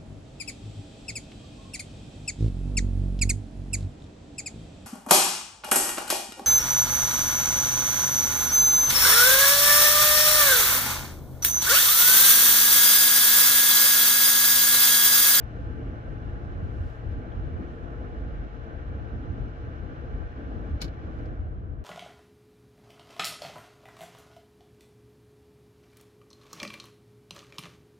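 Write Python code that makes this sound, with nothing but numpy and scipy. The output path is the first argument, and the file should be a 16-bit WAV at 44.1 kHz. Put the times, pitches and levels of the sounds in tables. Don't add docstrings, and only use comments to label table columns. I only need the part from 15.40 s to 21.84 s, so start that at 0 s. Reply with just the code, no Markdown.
import sys
import numpy as np
from scipy import signal
from scipy.fft import rfft, irfft
from scipy.io import wavfile
from scipy.ndimage import uniform_filter1d

SR = 44100
rng = np.random.default_rng(int(sys.argv[2]) if len(sys.argv) > 2 else 0)


def unload_audio(sound):
    columns = np.transpose(np.atleast_2d(sound))
    steps = np.round(np.clip(columns, -1, 1) * 32767)
    wavfile.write(sys.argv[1], SR, steps.astype(np.int16))


N = 284048
TIME_S = np.arange(N) / SR
BINS_HZ = np.maximum(np.arange(N // 2 + 1) * SR / N, 1)


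def from_db(db):
    return 10 ** (np.asarray(db) / 20)


def over_time(rows):
    times_s, *columns = np.transpose(rows)
    return [np.interp(TIME_S, times_s, column) for column in columns]


def over_frequency(rows):
    hz, *columns = np.transpose(rows)
    return [np.interp(np.log(BINS_HZ), np.log(hz), column) for column in columns]


def white_spectrum():
    return rfft(rng.standard_normal(N))


def noise(colour):
    x = irfft(white_spectrum() * colour, N)
    return x / np.sqrt(np.mean(x ** 2) + 1e-20)


def stereo_noise(colour, coherence):
    shared = np.sqrt(coherence) * noise(colour)
    return shared + np.sqrt(1 - coherence) * np.array([noise(colour), noise(colour)])


def resonance(hz, half_width_hz):
    return 1 / (1 + ((BINS_HZ - hz) / half_width_hz) ** 2)


def drift(rate_hz):
    return noise(resonance(0, rate_hz))


def swell(peak_s, length_s):
    return np.exp(-(2 * (TIME_S - peak_s) / length_s) ** 2)


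def tone(hz):
    return np.sqrt(2) * np.sin(2 * np.pi * np.cumsum(hz) / SR)


def pan(balance_db):
    gains = from_db(np.array([[.5], [-.5]]) * balance_db)
    return gains / np.sqrt(np.mean(gains ** 2, axis=0))


def microphone_hiss(level_db):
    return from_db(level_db) * stereo_noise(1, coherence=.05)


# time in seconds, firing rate in Hz.
FIRING_RATE = [(0, 23.3), (1.2, 22.9), (2.0, 23.0), (2.3, 25.2), (3.0, 24.4), (3.9, 23.4), (4.3, 23.6),
               (4.6, 24.3), (5.5, 23.5), (5.9, 23.7), (6.44, 23.0)]
ENGINE_ORDERS = [1, 2, 5, 6]
# one order's level in dB, its share of the hum's swing.
ORDER_LEVELS = [(-56, 0), (-44.5, 0), (-47, 0.97), (-56, 1)]
# time in seconds, swing of the hum in dB.
HUM_SWING = [(0, 0.5), (2.05, 3), (2.4, -8.5), (3.35, -7.5), (3.7, 0.5), (4.4, 0), (5.0, -12), (5.35, -1.5),
             (6.44, 0)]


def engine(waver_db, rate_wander, balance_db):
    firing_hz = over_time(FIRING_RATE)[0] * (1 + rate_wander * drift(3))
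    swing_db, = over_time(HUM_SWING)
    drone = sum(from_db(db + share * swing_db + waver_db * drift(5.1)) * tone(order * firing_hz)
                for order, (db, share) in zip(ENGINE_ORDERS, ORDER_LEVELS))
    return drone * pan(balance_db)


# time in seconds, blade-passing rate in Hz.
BLADE_RATE = [(0.2, 842), (0.8, 835), (1.5, 835.5), (2.6, 840.3), (4.1, 838.7), (5.78, 840), (5.88, 808),
              (6.0, 738), (6.1, 692), (6.2, 662), (6.44, 620)]
# time in seconds, full-speed level of the blade tone in dB.
BLADE_LEVEL = [(0, -63.5), (3.0, -64.5), (4.8, -67.5), (5.8, -65.5)]


def blower_whine(speed, jitter_hz, waver_db, db_per_speed):
    level_db = over_time(BLADE_LEVEL)[0] + db_per_speed * (speed - 1) + waver_db * drift(4.4)
    return from_db(level_db) * tone(over_time(BLADE_RATE)[0] + jitter_hz * drift(21))


def blower_speed():
    return over_time(BLADE_RATE)[0] / BLADE_RATE[0][1]


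# frequency in Hz, relative density of the rustle in dB.
CLOTH_SPECTRUM = [(300, -25), (2000, -2), (4500, 6), (7000, 2), (9000, -4), (10500, -5.5), (15000, -8)]
# peak in seconds, rise in seconds, release in seconds, level in dB.
SLEEVE_STROKES = [(.22, .4, 0.36, -84), (.69, 0.18, 0.33, -85.5), (1.5, .42, .13, -74),
                  (2.33, .65, .6, -82), (5.79, 0.13, .14, -81)]


def sleeve(grain_db, fade_db):
    envelope = sum(from_db(db - fade_db * np.maximum((peak_s - TIME_S) / rise_s,
                                                     (TIME_S - peak_s) / release_s))
                   for peak_s, rise_s, release_s, db in SLEEVE_STROKES)
    grain = from_db(grain_db * drift(300))
    return envelope * grain * stereo_noise(from_db(over_frequency(CLOTH_SPECTRUM)[0]), coherence=0.27)


# peak in seconds, length in seconds, level in dB.
TRIM_SQUEAKS = [(1.921, .012, -68.5), (1.935, .04, -72.5)]


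def trim_squeaks(pitch_hz, half_width_hz):
    envelope = sum(from_db(db) * swell(peak_s, length_s) for peak_s, length_s, db in TRIM_SQUEAKS)
    return envelope * stereo_noise(resonance(pitch_hz, half_width_hz), coherence=0.91)


# frequency in Hz, relative density of the scattered snap in dB.
SNAP_SPECTRUM = [(600, -15), (1400, -3), (2000, -9), (2400, -6), (3000, -5), (4300, 2.5), (5600, -3.5),
                 (6800, -8), (8200, -16), (9800, -17), (11000, -11.5), (13000, -15), (16000, -10)]
# frequency in Hz, relative level in dB, T60 in seconds.
PLASTIC_MODES = [(1497, -10, .08), (2220, -11, .07), (2310, -10, .05), (2385, -10, .05), (2982, -8.5, .07),
                 (3739, -12, .06), (4099, -5.5, .045), (4240, -6, .04), (4440, -12, .05), (4672, -9, .065),
                 (5103, -15, .06), (5371, -10, .04), (5522, -9.5, .04), (5667, -10, .04), (5981, -13, .04),
                 (6772, -16, .06), (8113, -21, .05), (10650, -17, .025), (11300, -15, .02)]
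# start in seconds, gain in dB, balance in dB, low-pass cutoff in Hz, attack in seconds.
KNOB_TICKS = [(5.405, -39, 4, 5500, 0.0064), (5.4134, -33.5, 6, 10000, 0.0021),
              (5.4167, -27.5, 0.5, 11900, 0.00052), (5.4221, -33, 2.5, 14100, 0.00062),
              (5.429, -41, 2, 8000, .0006), (5.4423, -41, -3, 8000, 0.0011),
              (5.4474, -45, 0.5, 11000, 0.0011), (5.480, -45.5, -1, 4200, 0.0016),
              (5.787, -61, -2, 10500, .004), (5.855, -57, -7, 10500, 0.0027)]


def fan_knob(snap_db, snap_t60_s, tail_db, tail_t60_s, ring_db):
    out = np.zeros((2, N))
    scatter = stereo_noise(from_db(over_frequency(SNAP_SPECTRUM)[0]), coherence=0.062)
    age_s = TIME_S[:SR // 4]
    decay = from_db(snap_db - 60 * age_s / snap_t60_s) + from_db(tail_db - 60 * age_s / tail_t60_s)
    for start_s, db, balance_db, cutoff_hz, attack_s in KNOB_TICKS:
        start = round(start_s * SR)
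        span = slice(start, start + len(age_s))
        ring = sum(from_db(ring_db + mode_db - 60 * age_s / t60_s)
                   * np.sin(2 * np.pi * (hz * age_s + rng.random((2, 1))))
                   for hz, mode_db, t60_s in PLASTIC_MODES)
        tick = (scatter[:, span] * decay + ring) * np.minimum(age_s / attack_s, 1)
        lowpass = signal.butter(2, cutoff_hz, fs=SR, output="sos")
        out[:, span] += from_db(db) * pan(balance_db) * signal.sosfilt(lowpass, tick)
    return out


# frequency in Hz, half-width in Hz, full-speed level in dB.
HOLLOW_MODES = [(144, 5, -57.5), (336, 15, -59.5), (453.7, 16, -59.5), (1175.4, 13, -70.5),
                (1420, 16, -75.5), (1557, 26, -69), (4075, 130, -83.5), (5780, 96, -92),
                (8100, 120, -105.5)]


def dashboard_hollows(speed, db_per_speed):
    hum = sum(from_db(db) * noise(resonance(hz, half_width_hz)) for hz, half_width_hz, db in HOLLOW_MODES)
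    return hum * from_db(db_per_speed * (speed - 1))


# centre in seconds, length in seconds, depth in dB.
JET_LULLS = [(0.61, 0.076, -3), (1.56, 0.11, -7.5), (2.382, .22, -1), (3.324, 0.091, -3.5),
             (4.132, 0.19, -7), (4.556, 0.036, -6.5), (4.888, 0.1, -12), (5.395, 0.026, -16)]


def lulls_db():
    return sum(depth_db * swell(centre_s, length_s) for centre_s, length_s, depth_db in JET_LULLS)


# frequency in Hz, relative density of the rumble in dB.
BUFFET_SPECTRUM = [(18, -22.5), (30, -15), (45, -3), (62, 2.5), (85, 0.5), (125, -7.5), (170, -14.5),
                   (400, -32.5), (1000, -75.5), (4000, -115)]
# peak in seconds, length in seconds, level in dB, balance in dB, flutter over thump in dB.
PORT_GUSTS = [(0.465, 0.079, -35.5, -8, -2), (0.715, 0.074, -38.5, 12, 2.5), (0.978, 0.034, -38.5, -5, 2),
              (1.226, 0.13, -41, -6, 4), (1.413, 0.091, -30, -1, -12.5), (1.77, 0.075, -40, -6, 1.5),
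              (1.989, 0.053, -32, -5.5, -3), (2.153, 0.057, -34.5, -16.5, -2),
              (2.842, 0.2, -35.5, -7.5, -12), (3.502, 0.048, -33, 3.5, -16), (3.775, 0.079, -35, -7, -3),
              (3.902, 0.049, -32.5, -13.5, -2), (4.031, 0.064, -35.5, 1, 1), (4.75, 0.035, -30.5, 1.5, -6),
              (4.856, 0.027, -32, 1, -12.5), (5.341, 0.038, -26.5, -1, -10.5), (5.449, 0.04, -32.5, 4, 2.5),
              (5.994, 0.26, -39.5, -12.5, -6), (6.195, 0.035, -35.5, -6, -9.5)]


def buffeting(draught_db, wander_db, lean_db, sway_db, wander_hz, flutter_db, coherence):
    draught = from_db(draught_db + lulls_db() + wander_db * drift(wander_hz))
    draught = draught * pan(lean_db + sway_db * drift(wander_hz))
    thump_power = draught ** 2
    flutter_power = (from_db(flutter_db) * draught) ** 2
    for peak_s, length_s, db, balance_db, gust_flutter_db in PORT_GUSTS:
        gust_power = (from_db(db) * pan(balance_db)) ** 2 * swell(peak_s, length_s)
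        thump_power += gust_power
        flutter_power += gust_power * from_db(gust_flutter_db) ** 2
    colour = from_db(over_frequency(BUFFET_SPECTRUM)[0])
    thump_share = 1 / (1 + (BINS_HZ / 78) ** 12)
    thumps = stereo_noise(colour * np.sqrt(thump_share), coherence)
    thumps /= np.sqrt(uniform_filter1d(thumps.mean(axis=0) ** 2, size=2200))
    flutter = stereo_noise(colour * np.sqrt(1 - thump_share), coherence)
    return thumps * np.sqrt(thump_power) + flutter * np.sqrt(flutter_power)


def cabin_response(wet, t60_s):
    wash = rng.standard_normal(N) * from_db(-60 * np.minimum(TIME_S / t60_s, 4))
    return 1 + wet * rfft(wash) / np.sqrt(np.sum(wash ** 2)) * BINS_HZ / (BINS_HZ + 500)


# frequency in Hz, relative density of the rush in dB.
RUSH_SPECTRUM = [(100, -9), (200, -1), (290, 1), (345, -1.5), (390, -6), (450, -3), (560, -7), (760, -10.5),
                 (875, -12.5), (935, -13.5), (1015, -11), (1200, -16), (1420, -13.5), (1540, -15),
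                 (1680, -11.5), (1830, -18.5), (2080, -27), (2330, -25), (2560, -29), (2950, -28),
                 (3400, -33.5), (4050, -40), (4500, -43.5), (5800, -44), (7100, -53.5), (7600, -60),
                 (9000, -63)]
# frequency in Hz, coherence from 0 to 1, phase from reflections in radians, balance in dB.
RUSH_IMAGE = [(160, .7, .37, .1), (335, .95, .43, 1.8), (395, .27, -.4, -1), (470, .8, .7, -1.5),
              (510, .55, .5, 1.7), (560, .25, -.3, -2.5), (620, .87, 1, -2.5), (760, .63, .2, 2),
              (950, .94, -.62, -1), (1170, .55, -.3, -4.5), (1300, .75, .1, -6), (1480, .72, .6, -8),
              (1550, .5, 2.3, -2), (1620, .82, 1.3, 3.4), (1760, .8, .8, .3), (2130, .5, -.7, 1.5),
              (2300, .8, -.45, 2.5), (2530, .35, -.8, 3), (2780, .7, .3, 3.8), (3150, .4, .3, 4.3),
              (3450, .12, -2.5, 1.5), (4300, .15, -3.5, -3), (5100, .45, -1.6, .5), (5600, .15, -1.2, -2.7),
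              (5900, .5, 0, -.5), (6500, .1, -1, -2.5), (7900, .25, 1.5, 5), (9300, .1, 2.5, -2)]


def grille_spectrum(top_db_per_octave, port_lag_s):
    bottom_hz, top_hz = RUSH_SPECTRUM[0][0], RUSH_SPECTRUM[-1][0]
    rolloff_db = top_db_per_octave * np.log2(np.maximum(BINS_HZ / top_hz, 1))
    colour = from_db(over_frequency(RUSH_SPECTRUM)[0] + rolloff_db)
    colour /= np.sqrt(1 + (bottom_hz / BINS_HZ) ** 6)
    coherence, phase_rad, balance_db = over_frequency(RUSH_IMAGE)
    port_phase = np.exp(1j * np.array([[.5], [-.5]]) * (phase_rad - 2 * np.pi * BINS_HZ * port_lag_s))
    direct = white_spectrum() * port_phase * cabin_response(wet=0.23, t60_s=0.089)
    scattered = np.array([white_spectrum() * cabin_response(wet=0.56, t60_s=0.073) for port in range(2)])
    air = (np.sqrt(coherence) * direct + np.sqrt(1 - coherence) * scattered) * colour * pan(balance_db)
    return air / irfft(air, N).std()


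# peak in seconds, length in seconds, rise of the low roar in dB.
JET_EDDIES = [(0.432, 0.28, 5.5), (0.702, .15, 1.5), (0.958, .12, 3), (1.209, .16, 7), (1.36, .09, 6),
              (1.85, .3, 3), (2.199, .07, 9.5), (2.703, .12, 2.5), (2.897, 0.23, 3.5), (3.953, 0.21, 4.5),
              (4.732, .1, 2.5), (5.164, 0.23, 6), (5.436, 0.066, 5), (5.691, 0.049, 9), (5.888, 0.11, 4)]


def vents(speed, level_db, roar_db_per_speed, hiss_db_per_speed, wander_db, lull_share, flutter_db):
    air = grille_spectrum(top_db_per_octave=-16, port_lag_s=.000408)
    eddies_db = sum(rise_db * swell(peak_s, length_s) for peak_s, length_s, rise_db in JET_EDDIES)
    roar_db = eddies_db - eddies_db.mean() + lull_share * lulls_db() + wander_db * drift(6.6)
    octave = np.clip(np.log2(BINS_HZ / 250), 0, 4)
    out = 0
    for index, treble in enumerate(np.linspace(0, 1, 5)):
        band = irfft(air * np.maximum(1 - abs(octave - index), 0), N)
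        slowing_db = (speed - 1) * (roar_db_per_speed * (1 - treble) + hiss_db_per_speed * treble)
        swell_db = roar_db * (1 - treble) ** 4 + flutter_db * (1 - .6 * treble) * drift(14)
        out = out + band * from_db(slowing_db + swell_db)
    return from_db(level_db) * out


def scene():
    speed = blower_speed()
    air = vents(speed, level_db=-42.5, roar_db_per_speed=8.5, hiss_db_per_speed=51,
                wander_db=1.02, lull_share=0.82, flutter_db=1.5)
    air += dashboard_hollows(speed, db_per_speed=50.5)
    air += buffeting(draught_db=-39, wander_db=2.0, lean_db=5.5, sway_db=4, wander_hz=5.6,
                     flutter_db=-3.0, coherence=0.74)
    whine = blower_whine(speed, jitter_hz=.7, waver_db=1.36, db_per_speed=5)
    idle = engine(waver_db=3.0, rate_wander=.005, balance_db=2.5)
    hand = sleeve(grain_db=0.5, fade_db=13.5) + trim_squeaks(pitch_hz=3280, half_width_hz=110)
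    hand += fan_knob(snap_db=-1.0, snap_t60_s=0.016, tail_db=-19.5, tail_t60_s=0.11, ring_db=-4.5)
    return air + whine + idle + hand + microphone_hiss(level_db=-93.5)


def record(dry):
    lowpass = signal.ellip(12, .1, 80, 15750, fs=SR, output="sos")
    return signal.sosfilt(lowpass, dry * np.minimum(TIME_S / .003, 1))


dry = scene()
out = record(dry)
unload_audio(out)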